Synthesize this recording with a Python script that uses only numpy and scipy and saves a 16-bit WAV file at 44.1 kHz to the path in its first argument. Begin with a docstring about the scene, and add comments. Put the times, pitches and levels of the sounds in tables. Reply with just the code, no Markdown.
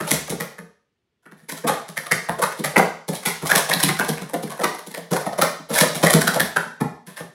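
"""Plastic cups click, clack and thud as they are stacked into pyramids and swept down again.
They stand on a mat on a wooden cabinet in a small live room. Each contact is a short chatter of rims:
a bright click, a clack of the cup walls and a pop of the air inside. Cups and hands landing on the mat
thud into the cabinet. A wall close by throws it all back at a small microphone."""
import sys
import numpy as np
from scipy import signal
from scipy.fft import rfft, irfft
from scipy.io import wavfile
from scipy.ndimage import uniform_filter1d

SR = 44100
rng = np.random.default_rng(int(sys.argv[2]) if len(sys.argv) > 2 else 0)


def write(x):
    x = np.atleast_2d(x).T
    wavfile.write(sys.argv[1], SR, np.round(np.clip(x, -1, 1) * 32767).astype(np.int16))


N = 323694
RUB_LEAD_S = .012  # rims rub this long before they meet
MIDDLE_HZ = 1000  # note of a contact of middling stiffness

# cups set down on the mat: t/s, click level/dB, body level/dB, note f/Hz, thud level/dB
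LANDINGS = [(.002, -35, -27, 1330, -23.5), (0.1089, -14, -24.5, 1970, -18),
            (0.2956, -25.5, -37, 500, -24.5), (0.3141, -37, -28, 443, -23), (0.4006, -28, -28, 1820, -29),
            (.583, -45, -38.5, 1720, -34), (1.256, -58, -45, 1510, -46.5),
            (1.3142, -54.5, -48.5, 1510, -42), (1.515, -31, -37, 960, -30.5), (1.637, -45, -24, 440, -20),
            (1.689, -27.5, -17.5, 840, -24.5), (1.883, -37.5, -48, 1400, -35), (2.2868, -31, -21, 904, -23),
            (2.419, -21.5, -17.5, 1140, -26.5), (2.5869, -34, -43, 520, -21),
            (2.6393, -23, -22, 1900, -25.5), (2.76, -26.5, -12, 1995, -12.5), (2.79, -34, -12.5, 780, -23),
            (3.081, -28, -24.5, 436, -19), (3.4245, -39, -32.5, 449, -21), (3.5527, -12.5, -19, 1820, -21),
            (3.689, -22.5, -23.5, 684, -28), (3.83, -12.5, -20.5, 3960, -16),
            (3.883, -21.5, -20.5, 2010, -18.5), (4.084, -23, -24.5, 470, -17.5),
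            (4.334, -30, -20, 712, -24.5), (4.427, -33.5, -35.5, 440, -22.5),
            (4.592, -35.5, -23.5, 716, -29), (4.636, -21, -16, 1180, -23.5), (4.8644, -37, -44, 453.6, -33),
            (4.9717, -37, -32, 656, -33.5), (5.1086, -30.5, -24, 465, -15.5),
            (5.259, -33.5, -22.5, 640, -25), (5.381, -27.5, -19, 520, -23),
            (5.415, -15.5, -14, 1355, -20.5), (5.8046, -11.5, -17, 1750, -13),
            (6.028, -17.5, -12.5, 549, -12), (6.063, -19, -15, 1840, -38), (6.1315, -13.5, -22.5, 1290, -6),
            (6.3549, -28.5, -17.5, 546, -25.5), (6.8055, -34, -22, 893, -14),
            (7.066, -43, -56.5, 1790, -35.5), (7.2, -44, -35, 463, -31.5)]
# cups dropped squarely over another: t/s, click level/dB, body level/dB, note f/Hz, thud level/dB
NESTINGS = [(1.9702, -26.5, -30, 1840, -35), (2.114, -18.5, -19.5, 1920, -21.5),
            (3.511, -18, -17.5, 1700, -25), (3.731, -20, -27, 4100, -30), (3.9908, -23.5, -25.5, 1486, -21),
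            (6.272, -17.5, -21, 1480, -21.5), (6.398, -16.5, -22, 1730, -18.5),
            (6.5631, -25, -19.5, 1510, -28)]


def gain_of(db):
    """Decibels to amplitude."""
    return 10 ** (np.asarray(db) / 20)


def clock(seconds):
    """Sample times from zero."""
    return np.arange(int(seconds * SR)) / SR


def unit(x):
    """Scales a sound to an energy of one."""
    return x / np.sqrt(np.sum(x ** 2) + 1e-20)


def curve_at(points, hz):
    """Reads a table along a logarithmic frequency axis."""
    f, value = np.transpose(points)
    return np.interp(np.log(hz + 1), np.log(f + 1), value)


def add(mix, s, sound):
    """Mixes a sound in at time s."""
    part = mix[max(0, round(s * SR)):][:len(sound)]
    part += sound[:len(part)]


def room_tone(level_db=-76.5):
    """The faint, steady air of the room."""
    # spectrum of the quiet room: f/Hz, level/dB
    air = [(30, -4.5), (100, -1), (200, -1.5), (300, -7), (420, -1.5), (520, -13), (1000, -16), (3000, -17),
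           (16000, -40.5)]
    colour = gain_of(curve_at(air, np.fft.rfftfreq(N, 1 / SR)))
    noise = irfft(rfft(rng.standard_normal(N)) * colour, N)
    return gain_of(level_db) * unit(noise) * np.sqrt(N)


def room_tail(onset_s=0.01, build_s=0.0036):
    """Dense reflections build up quickly in the small room; each band dies at its own speed."""
    # reverberation time: f/Hz, t60/s
    reverberation = [(120, 0.35), (320, 0.34), (840, 0.45), (2200, 0.45), (5800, 0.54), (11000, 0.32),
                     (16000, 0.32)]
    t = clock(.42)
    hz, age, bands = signal.stft(rng.standard_normal(len(t)), SR, nperseg=256)
    fade = np.exp(-np.log(1000) * age / curve_at(reverberation, hz)[:, None])
    tail = signal.istft(bands * fade, SR, nperseg=256)[1][:len(t)]
    return tail * (1 - np.exp(-np.maximum(t - onset_s, 0) / build_s))


def at_microphone(sound, tails, wet_db, shift_s=.00022):
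    """A sound arrives by its first paths, which shift with the cup's place, and by one of the tails."""
    # first paths, the near wall's echo stronger than the direct sound: delay/s, level/dB
    paths = [(0, 1.5), (.0026, -1), (.0062, 8.5), (.0075, -3.5), (.0098, -14.5), (.0165, -1.5)]
    tail = tails[rng.integers(len(tails))]
    reverb = gain_of(wet_db) * unit(signal.fftconvolve(np.float32(sound), tail))
    early = np.zeros(len(reverb))
    for delay, db in paths:
        add(early, delay + shift_s * rng.standard_normal(), gain_of(db) * sound)
    return (reverb + unit(early)) * np.sqrt(SR / 100)  # early part: the energy of 10 ms at full scale


def ring(modes, centre_hz, octaves, detune, t):
    """Rings the modes of an object; a blow favours those around its centre frequency."""
    hz, db, t60 = np.transpose(modes)[:, :, None]
    weight = np.exp(-.5 * (np.log2(hz / centre_hz) / octaves) ** 2) * rng.choice([-1, 1], hz.shape)
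    hz = hz * (1 + detune * rng.standard_normal(hz.shape))
    return (weight * gain_of(db) * np.exp(-np.log(1000) * t / t60) * np.sin(2 * np.pi * hz * t)).sum(0)


def thuds(lag_s=.004, cup_hz=230.4, hand_hz=195):
    """Every push on the mat, by a hand or just after a rim touches: t/s, level/dB, centre f/Hz."""
    # hands coming down on the mat: t/s, level/dB
    pats = [(0.14, -29.5), (1.416, -47.5), (3.258, -22.5), (3.757, -23.5), (4.212, -26), (4.457, -31),
            (5.596, -36), (5.703, -22.5), (5.956, -24.5), (6.152, -13.5), (6.655, -33.5)]
    drops = [(s + lag_s, db, cup_hz * (hz / MIDDLE_HZ) ** -0.085)
             for s, _, _, hz, db in LANDINGS + NESTINGS]
    return drops + [(s, db, hand_hz) for s, db in pats]


def cabinet(tails, soft_s=0.0031, null_hz=102, null_q=2.5):
    """The mat softens each landing to a thud of the wooden top."""
    # modes of the cabinet: f/Hz, level/dB, t60/s
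    wood_modes = [(72.5, -18.5, 0.49), (129, -23.5, 0.078), (160.5, 1.5, 0.16), (170.8, -0.5, 0.11),
                  (205.3, 1.5, 0.055), (248.6, -0.5, 0.056), (260, -3, 0.036), (296, -8.5, 0.058),
                  (339.6, -4, 0.059), (409.7, 6.5, 0.044), (467.4, -5.5, 0.15)]
    out, t = np.zeros(N), clock(.15)
    for s, db, centre_hz in thuds():
        wood = ring(wood_modes, centre_hz, octaves=0.85, detune=0.033, t=t) * (1 - np.exp(-t / soft_s))
        add(out, s, gain_of(db) * at_microphone(wood, tails, wet_db=-4.0))
    # the room carries little in the gap between its two lowest resonances
    return signal.lfilter(*signal.iirnotch(null_hz, null_q, SR), out)


def contact(s, click_db, body_db, note_hz, decay_s=None, hollow_db=0):
    """The stiffer the contact, the higher its note, the brighter its clack and the shorter its chatter."""
    stiffness = note_hz / MIDDLE_HZ
    if decay_s is None:
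        decay_s = 0.0031 * stiffness ** -0.74
    clack_hz = 1020 * stiffness ** 0.37
    pop_db = body_db - 1.2 + 0.9 * np.log2(stiffness) + hollow_db
    return s, decay_s, click_db, body_db, clack_hz, pop_db, note_hz


def finger_ticks(per_s=14, spread_db=4, note_hz=1320, octaves=0.53):
    """Cups tick faintly in the fingers, at loosely spaced moments."""
    # spells of quick handling: start t/s, end t/s
    handling = [(1.849, 2.63), (3.101, 4.3), (4.42, 4.8), (5.7, 6.39)]
    for start, end in handling:
        for k, (late, level, pitch) in enumerate(rng.standard_normal((24, 3))):
            s = start + (k + .5 + .25 * late) / per_s
            db = spread_db * level
            if s < end:
                yield contact(s, db - 40.5, db - 40, note_hz * 2 ** (octaves * pitch))


def contacts():
    """Every touch of a rim; a cup dropped over another hardly chatters, and its air pops louder."""
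    # cups sliding into or out of one another: t/s, decay/s, scrape level/dB, body level/dB, note f/Hz
    slides = [(.004, 0.084, -32.5, -31, 1290), (.07, 0.061, -23, -28.5, 835), (.13, 0.011, -22, -29, 570),
              (1.225, .04, -67, -64, 1500), (1.366, 0.1, -54, -57, 1860), (1.486, 0.0087, -30, -32.5, 1970),
              (1.567, 0.017, -36, -44, 1400), (1.669, 0.011, -20, -20, 1150), (1.73, .01, -36, -27, 673),
              (2.737, .013, -56, -33, 467), (3.127, .004, -34.5, -34.5, 700),
              (3.145, 0.014, -28.5, -46, 820), (3.253, 0.023, -17, -21, 2120),
              (3.4637, 0.0063, -23.5, -35, 870), (3.493, 0.0065, -22, -21, 1460),
              (3.572, 0.01, -17, -21, 990), (3.7941, 0.01, -22, -25.5, 1930),
              (5.125, 0.0087, -25.5, -19, 441), (5.689, 0.2, -27.5, -23, 610),
              (5.733, .022, -19, -25.5, 600), (5.752, 0.047, -17, -18.5, 1640),
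              (5.945, .025, -24, -27, 694), (7.07, 0.053, -41.5, -42, 1722),
              (7.163, 0.024, -34.5, -33.5, 1750)]
    # cups knocking together in the hands: t/s, click level/dB, body level/dB, note f/Hz
    knocks = [(.2725, -38, -33, 586), (.417, -38, -33, 460), (2.3863, -34.5, -23.5, 593),
              (2.43, -25.5, -19.5, 1230), (2.6513, -27, -33, 820), (2.776, -20.5, -17, 464),
              (3.4521, -31, -29, 1090), (3.53, -37, -20, 440), (3.709, -24, -19, 1870),
              (4.005, -43, -20, 1560), (4.0416, -31, -39, 1350), (4.175, -40, -34, 2290),
              (4.4971, -36, -38, 1060), (4.5156, -40, -33, 1035), (4.6105, -33.5, -25, 710),
              (4.9087, -39.5, -48, 2140), (4.9412, -31.5, -31.5, 1840), (5.1575, -27, -21.5, 970),
              (5.205, -37, -35, 648), (5.325, -39, -29, 670), (5.43, -30, -20, 527),
              (5.782, -15.5, -20.5, 2160), (5.825, -25, -16.5, 600), (6.043, -22, -18.5, 640),
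              (6.0995, -15.5, -19.5, 1930), (6.152, -33.5, -18, 397), (6.2108, -19.5, -21, 1510),
              (6.2852, -40, -25, 1430), (6.3381, -24.5, -27.5, 690), (6.452, -36, -35, 1487)]
    touches = [contact(*row[:4]) for row in LANDINGS]
    touches += [contact(*row[:4], decay_s=.0012, hollow_db=7.5) for row in NESTINGS]
    touches += [contact(s, scrape_db, body_db, hz, decay) for s, decay, scrape_db, body_db, hz in slides]
    return touches + [contact(*row) for row in knocks] + list(finger_ticks())


def whiten(burst, bins):
    """Evens out the broad colour of a burst, as hard impacts carry all pitches alike."""
    spectrum = np.fft.fft(burst)
    power = abs(uniform_filter1d(abs(spectrum) ** 2, bins, mode="wrap"))
    return np.fft.ifft(spectrum / np.sqrt(power + 1e-12)).real


def chatter(decay_s, grain_db=4, rub_db=-12, rub_s=0.0027, rattle_db=-21, rattle_s=0.012, size=4096):
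    """Rims rub for a moment, meet, and settle in uneven micro-impacts and a faint rattle."""
    t = np.arange(size) / SR - RUB_LEAD_S
    slips = np.repeat(np.minimum(rng.exponential(1, size // 64), 3), 64)
    rub = gain_of(rub_db) * np.exp(-abs(t) / rub_s)
    settle = np.exp(-abs(t) / decay_s) + gain_of(rattle_db) * np.exp(-abs(t) / rattle_s)
    grains = rng.standard_normal(size) * gain_of(grain_db * slips)
    return whiten(grains * np.where(t < 0, rub, settle), bins=60)


def wander(force, patchy_db=3.0, size=128):
    """The touching point wanders round the rim, so a scrape changes colour every few milliseconds."""
    bands = signal.stft(force, nperseg=size)[2]
    patches = uniform_filter1d(rng.standard_normal(bands.shape), 6, axis=0)
    patches = uniform_filter1d(patches, 2, axis=1)
    return signal.istft(bands * gain_of(patchy_db * patches / patches.std()), nperseg=size)[1]


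def rim_click(size=1024):
    """A rim's bright, sharp-fronted answer to one impact, built with minimum phase."""
    # spectrum of the click: f/Hz, level/dB
    colour = [(300, -14), (1200, -10.5), (2200, 4.5), (2700, -3.5), (3200, 3), (4000, 2.5), (4800, -1),
              (5600, 0), (7000, -3), (9700, 1), (10550, 5), (11250, 6.5), (11800, -6.5), (12800, -1),
              (15800, -11)]
    log_gain = np.log(gain_of(curve_at(colour, abs(np.fft.fftfreq(size, 1 / SR)))))
    return np.fft.ifft(np.exp(np.conj(signal.hilbert(log_gain)))).real[:size // 2]


def wall_clack(centre_hz, t, lowest_hz=230):
    """The cup walls ring; a small cup radiates no bass, and a soft touch leaves its high modes still."""
    # modes of the cup walls: f/Hz, level/dB, t60/s
    wall_modes = [(476, 7.5, 0.028), (551, 2.5, 0.04), (619, 3.5, 0.043), (723, -1.5, 0.07),
                  (852, -7.5, 0.068), (930, 1.5, 0.023), (1081, 1.5, 0.022), (1257, -2, 0.029),
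                  (1455, 0, 0.027), (1680, -2.5, 0.043), (1858, 9, 0.01), (2068, -0.5, 0.019),
                  (2270, -7, 0.021), (2620, 7.5, 0.0083)]
    walls = ring(wall_modes, centre_hz, octaves=1.0, detune=0.039, t=t)
    return signal.lfilter(*signal.butter(2, [lowest_hz, 2.12 * centre_hz], "band", fs=SR), walls)


def air_pop(hz, t, q=7.7):
    """One strong note, mostly of the air in the cup, swells over a cycle and dies away."""
    cycles = hz * t
    return (1 - np.exp(-cycles)) * np.exp(-np.pi * cycles / q) * np.sin(2 * np.pi * cycles)


def cups(tails):
    """Each chatter of rims drives a click, a clack and a pop."""
    out, t, rim = np.zeros(N + round(RUB_LEAD_S * SR)), clock(.05), rim_click()
    for s, decay_s, click_db, clack_db, clack_hz, pop_db, pop_hz in contacts():
        force = chatter(decay_s)
        clack = signal.fftconvolve(force, wall_clack(clack_hz, t))
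        click = signal.fftconvolve(wander(force), rim)
        pop = signal.fftconvolve(force, air_pop(pop_hz, t))
        add(out, s, gain_of(click_db) * at_microphone(click, tails, wet_db=-4.0))
        add(out, s, gain_of(clack_db) * at_microphone(clack, tails, wet_db=-2))
        add(out, s, gain_of(pop_db) * at_microphone(pop, tails, wet_db=-5.5))
    return out[-N:]  # drops the lead, so the rims meet at the listed times


def scene():
    """Cups move about the mat, so their sounds take different ways round the room to one microphone."""
    tails = np.float32([room_tail() for _ in range(16)])
    return (room_tone() + cabinet(tails) + cups(tails))[None]


def record(dry, low_cut_hz=58, top_hz=15900):
    """A small microphone loses the deep bass and rounds off the loudest peaks; the very top is cut."""
    thin = signal.sosfilt(signal.butter(3, low_cut_hz, "high", fs=SR, output="sos"), dry)
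    rounded = thin / (1 + thin ** 6) ** (1 / 6)
    band_limit = signal.firwin(511, top_hz, window=("kaiser", 9), fs=SR)
    return signal.oaconvolve(rounded, band_limit[None], "same")


dry = scene()
out = record(dry)
write(out)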